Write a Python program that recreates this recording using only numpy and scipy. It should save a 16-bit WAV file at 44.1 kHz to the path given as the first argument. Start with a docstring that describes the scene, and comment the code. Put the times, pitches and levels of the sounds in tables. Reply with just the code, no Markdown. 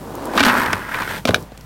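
"""An open car park, with far traffic, a low hum and a faint tail off the ground and buildings.
Close to the microphone a skateboard rolls up over asphalt, clacks onto a concrete kerb and grinds
along its edge: the truck sticks and slips, ringing the deck. Rear wheels, tail and front wheels
slam down and the board rolls off. At this distance the hardest blows overload the microphone."""
import sys
import numpy as np
from scipy import signal
from scipy.fft import rfft, irfft, next_fast_len
from scipy.io import wavfile
from scipy.ndimage import uniform_filter1d

SR = 44100
rng = np.random.default_rng(int(sys.argv[2]) if len(sys.argv) > 2 else 0)


def file_out(sig):
    """Save sig as 16-bit WAV at sys.argv[1]."""
    # one column per channel
    cols = np.atleast_2d(sig).T
    # limit, then scale
    lim = np.clip(cols, -1, 1)
    pcm = np.round(lim * 32767).astype(np.int16)
    wavfile.write(sys.argv[1], SR, pcm)


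N = 72765

# spectrum of the distant town: f/Hz, level/dB
TOWN_COLOUR = [(25, -6), (70, -12), (200, -13.5), (1300, -10.5), (16000, -36)]
# roar of the wheels on asphalt: t/s, level/dB
ROLL_LEVELS = [(0, -37.5), (.2, -28.5), (.27, -25), (.31, -28), (.368, -17.5), (.45, -43.5), (1.25, -46.5),
               (1.3, -26), (1.39, -34), (1.49, -49), (1.7, -51)]
# its spectrum: f/Hz, level/dB
ROLL_COLOUR = [(80, -44.5), (230, 3.5), (450, 1.5), (700, -2), (1050, -3), (1300, -10), (2200, -23),
               (16000, -35)]
# rumble of the loaded board: t/s, level/dB
RUMBLE_LEVELS = [(-.05, -36.5), (.35, -44.5), (.7, -33.5), (.87, -42), (1.18, -35.5), (1.24, -41),
                 (1.41, -35.5), (1.5, -51.5), (1.7, -40.5)]
# its spectrum: f/Hz, level/dB
RUMBLE_COLOUR = [(45, -50), (95, 0), (190, -2), (380, -33.5)]
# loose grit snapping under the wheels: t/s, level/dB, f/Hz
GRIT_SNAPS = [(0.153, -37.5, 12000), (0.2547, -35, 10300), (1.426, -44.5, 6900), (1.576, -41.5, 4400),
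              (1.61, -45, 4650)]
# resonances of the flexing board, deck, truck and axle: f/Hz, width/Hz, level/dB
THUMP_MODES = [(68, 22, -8), (95.5, 21.5, 7.5), (186, 19, 2.5)]
DECK_MODES = [(240, 86, 3.4), (434, 50, 4.5), (533, 210, 2.25), (733, 143, 0.44)]
TRUCK_MODES = [(845, 30, 2.5), (1099, 122, 3.5), (1364, 58, 2.5), (1364, 110, 2), (1520, 158, 6.5),
               (1913, 300, 1), (2375, 86, -0.5), (2620, 128, -0.5)]
AXLE_MODES = [(2380, 200, 10), (3850, 98, 8), (4260, 160, -8), (6140, 400, -3.5)]
# spectrum of stone crushed by a blow: f/Hz, level/dB
CRACK_COLOUR = [(800, -10.5), (2000, 5.5), (3800, 9.5), (6300, 0.5), (8000, -4.5), (12000, -8),
                (16000, -14)]
# blows on the board: t/s, thump/dB, deck/dB, truck/dB, crack/dB, contact decay/ms
BLOWS = [(0.3756, -50, -25, -10.5, -16, 11.3), (0.394, -28, -47, -16, -17.5, 8.5),
         (0.4041, -30.5, -14.5, -10.5, -14.5, 5.8), (0.4286, -39, -51, -15, -19.5, 11),
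         (0.4356, -50, -22, -13, -15.5, 3.4), (0.4497, -45, -17, -18.5, -16, 5.3),
         (0.4812, -53, -26.5, -13.5, -20, 20), (0.66, -42, -29, -24, -27, 2.8),
         (0.7303, -25.5, -22.5, -12.5, -19, 3.5), (0.944, -60, -61, -20.5, -30, 0.68),
         (1.021, -56, -56, -20, -30, 1.7), (1.274, -29, -25.5, -26, -24, 4.1),
         (1.2794, -20, -37, -19.5, -24.5, 7.1), (1.2871, -36, -30, -20, -27, 2.5),
         (1.291, -29, -10, -43, -21, 0.64), (1.307, -25, -24, -24.5, -28.5, 1.1),
         (1.336, -29.5, -19.5, -44, -50, 2.5), (1.3593, -35, -22.5, -44, -34, 1.8),
         (1.519, -43, -34.5, -73, -49, 3)]
# rear, then front wheels land: t/s, deck/dB, clack/Hz, clack/dB, axle/dB, crack/dB, contact decay/ms
LANDINGS = [(1.2533, -13.5, 1256, -21.5, -24.5, -19, 2.1), (1.3444, -21.5, 1530, -9.5, -11.5, -17.5, 1.9)]
# a low boom during the grind: t/s, f/Hz, level/dB
BOOM_TRACK = [(.402, 292, -21), (.465, 249.4, -21.5), (.54, 234.7, -31.5), (.61, 258.5, -27),
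              (.67, 208, -36.5), (.825, 197.4, -38)]
# the three voices of the grind: t/s, scrape/dB, deck drone/dB, gritty hiss/dB
GRIND_LEVELS = [(.29, -40.5, -75, -55), (.372, -36, -38, -27), (.447, -40, -41, -36),
                (.456, -17.5, -16.5, -16.5), (.515, -23, -19, -29), (.6, -22, -20.5, -25.5),
                (.69, -26, -23.5, -35), (.785, -32, -31.5, -37), (.86, -33.5, -37.5, -42),
                (.93, -31, -32, -34), (1.015, -27, -29.5, -31.5), (1.055, -33.5, -36.5, -35),
                (1.11, -27, -32.5, -29.5), (1.185, -42, -40.5, -32.5), (1.215, -62, -58, -51)]
# their spectra: f/Hz, level/dB
SCRAPE_COLOUR = [(300, -26.5), (760, -17), (900, -12.5), (1200, 0), (1550, 10), (2200, 5.5), (2900, -12.5),
                 (12000, -37)]
DRONE_COLOUR = [(90, -38.5), (200, -0.5), (310, -4.5), (780, -7.5), (890, 2.5), (1300, 2.5), (2000, -43)]
HISS_COLOUR = [(1000, 3.5), (3000, 2), (4600, -5), (7400, -11.5), (9000, -7.5), (10500, -16), (12000, -6.5),
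               (16000, -17)]


def undb(db):
    """Decibels to gain."""
    return 10 ** (np.asarray(db) / 20)


def unit(x):
    """Scale to rms 1."""
    return x / np.sqrt(np.mean(x ** 2) + 1e-18)


def fader(rows, column=1):
    """Gain over time from a column of decibels; silent outside the rows."""
    rows = np.array(rows)
    return undb(np.interp(np.arange(N) / SR, rows[:, 0], rows[:, column], left=-120, right=-120))


def colour(x, points):
    """Minimum-phase filter through points of f/Hz, level/dB."""
    size = 2 * next_fast_len(len(x), real=True)
    hz, db = np.array(points).T
    f = np.maximum(np.fft.rfftfreq(size, 1 / SR), 1)
    gain = undb(np.interp(np.log(f), np.log(hz), db))
    cepstrum = irfft(np.log(gain))
    cepstrum[1:size // 2] *= 2
    cepstrum[size // 2 + 1:] = 0
    return irfft(rfft(x, size) * np.exp(rfft(cepstrum)))[:len(x)]


def ring(x, modes):
    """Drive damped resonances, summed with alternating signs."""
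    return sum((-1) ** k * undb(db) * signal.lfilter(*signal.iirpeak(hz, hz / width, fs=SR), x)
               for k, (hz, width, db) in enumerate(modes))


def grains(per_s, decay_s, spread_db, steady):
    """Noise in short random bursts of uneven size over a steady share, evenly loud in the long run."""
    chance, size, noise = rng.random(N), rng.standard_normal(N), rng.standard_normal(N)
    kicks = (chance < per_s / SR) * undb(spread_db * size)
    envelope = unit(signal.lfilter([1], [1, -np.exp(-1 / (decay_s * SR))], kicks)) + steady
    return noise * envelope / np.sqrt(uniform_filter1d(envelope ** 2, size=1300))


def burst(decay_s, size=8000):
    """Noise that dies away."""
    return rng.standard_normal(size) * np.exp(-np.arange(size) / (SR * decay_s))


def at_level(x, db, window=265):
    """Set the rms level of the loudest window of samples."""
    return x * undb(db) / np.sqrt(uniform_filter1d(x ** 2, size=window, mode="constant").max())


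def add(out, s, x):
    """Mix a sound in at s seconds."""
    i = max(int(s * SR), 0)
    out[i:i + len(x)] += x[:max(N - i, 0)]


def town(traffic_db=-49, hum_db=-44.5, hum_hz=54.3):
    """Far off, a wash of traffic and a steady low hum."""
    traffic = unit(colour(rng.standard_normal(N), TOWN_COLOUR))
    hum = np.sqrt(2) * np.sin(2 * np.pi * hum_hz * np.arange(N) / SR)
    return undb(traffic_db) * traffic + undb(hum_db) * hum


def car_park(direct, t60_s=0.14, tail_db=-24, cutoff_hz=2950):
    """Ground and buildings put a faint, dull tail behind the direct sound."""
    tail = rng.standard_normal(N) * undb(-60 * np.arange(N) / SR / t60_s)
    tail = signal.lfilter(*signal.butter(1, cutoff_hz, fs=SR), tail)
    return direct + undb(tail_db) * signal.fftconvolve(direct, tail / np.linalg.norm(tail))[:N]


def wheels(snap_q=1.3):
    """Hard wheels roar over the stones of the asphalt and snap loose grit; the loaded board rumbles."""
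    stones = grains(per_s=600, decay_s=0.0008, spread_db=1.5, steady=1.5)
    roar = unit(colour(stones, ROLL_COLOUR)) * fader(ROLL_LEVELS)
    rumble = unit(colour(rng.standard_normal(N), RUMBLE_COLOUR)) * fader(RUMBLE_LEVELS)
    out = roar + rumble
    for s, db, hz in GRIT_SNAPS:
        snap = ring(burst(decay_s=0.0021), [(hz, hz / snap_q, 0)])
        add(out, s, at_level(snap, db))
    return out


def strike(crush_ms, rattle_db):
    """A short crush and the buzz of loose hardware."""
    contact = burst(crush_ms / 1000) + undb(rattle_db) * burst(decay_s=0.011)
    contact[0] = 1.7  # sharp first touch
    return contact


def force_on_wood(contact, rub_share=0.55):
    """One shove reaches the wood, plus a share of the rubbing."""
    push = rub_share * contact / np.linalg.norm(contact)
    push[0] += 1
    return push


def deck(push):
    """The deck's resonances answer a push with a hollow knock."""
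    return signal.lfilter(*signal.butter(2, [190, 1400], "band", fs=SR), ring(push, DECK_MODES))


def knocks(flex_lag_s=0.0055):
    """Each blow rings deck and truck and crushes a little stone; the loaded board flexes just after."""
    out = np.zeros(N)
    for s, thump_db, deck_db, truck_db, crack_db, crush_ms in BLOWS:
        contact = strike(crush_ms, rattle_db=-20.5)
        push = force_on_wood(contact)
        truck = at_level(ring(contact, TRUCK_MODES), truck_db)
        crack = at_level(colour(contact, CRACK_COLOUR), crack_db)
        add(out, s, at_level(deck(push), deck_db) + truck + crack)
        thump = signal.lfilter(*signal.butter(2, [55, 300], "band", fs=SR), ring(push, THUMP_MODES))
        add(out, s + flex_lag_s, at_level(thump, thump_db, window=700))
    return out


def wheel_slaps(clack_width_hz=410):
    """Each pair of wheels hits the asphalt with a woody clack of its own pitch and a bright axle ring."""
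    out = np.zeros(N)
    for s, deck_db, clack_hz, clack_db, axle_db, crack_db, crush_ms in LANDINGS:
        contact = strike(crush_ms, rattle_db=-13.5)
        push = force_on_wood(contact)
        clack_mode = [(clack_hz, clack_width_hz, 0)]
        clack = at_level(ring(ring(push, clack_mode), clack_mode), clack_db)
        axle = at_level(ring(push, AXLE_MODES), axle_db)
        crack = at_level(colour(contact, CRACK_COLOUR), crack_db)
        add(out, s, at_level(deck(push), deck_db) + clack + axle + crack)
    return out


def low_boom(width_hz=24):
    """A low boom during the grind, wavering down from about 290 to 200 Hz."""
    s, hz, _ = np.array(BOOM_TRACK).T
    phase = 2 * np.pi * np.cumsum(np.interp(np.arange(N) / SR, s, hz)) / SR
    sway = signal.lfilter(*signal.butter(2, width_hz / 2, fs=SR), rng.standard_normal((2, N)))
    tone = sway[0] * np.cos(phase) + sway[1] * np.sin(phase)  # narrow noise around the pitch
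    tone /= np.sqrt(np.hypot(*sway))  # partly evens out the swells
    return unit(tone) * uniform_filter1d(fader(BOOM_TRACK, column=2), size=900)


def grind(ring_db=-7):
    """The truck sticks and slips on the kerb; its metal rings, the deck drones and grit crackles."""
    slips = grains(per_s=700, decay_s=0.0008, spread_db=1.5, steady=0.8)
    grit = grains(per_s=640, decay_s=0.0019, spread_db=9, steady=0.4)
    metal = undb(ring_db) * unit(ring(slips, TRUCK_MODES))
    scrape = unit(unit(colour(slips, SCRAPE_COLOUR)) + metal) * fader(GRIND_LEVELS, column=1)
    drone = unit(colour(slips, DRONE_COLOUR)) * fader(GRIND_LEVELS, column=2)
    hiss = unit(colour(grit + slips, HISS_COLOUR)) * fader(GRIND_LEVELS, column=3)
    return scrape + drone + hiss


def scene():
    """The town in the distance and the board up close, in mono."""
    background = town()
    board = grind() + low_boom() + wheels() + knocks() + wheel_slaps()
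    return (background + car_park(board))[None]


def record(dry):
    """The close microphone flattens the hardest peaks towards full scale and cuts above 16 kHz."""
    clipped = dry / (1 + dry ** 6) ** (1 / 6)
    return signal.sosfilt(signal.ellip(10, .1, 80, 16000, fs=SR, output="sos"), clipped)


dry = scene()
out = record(dry)
file_out(out)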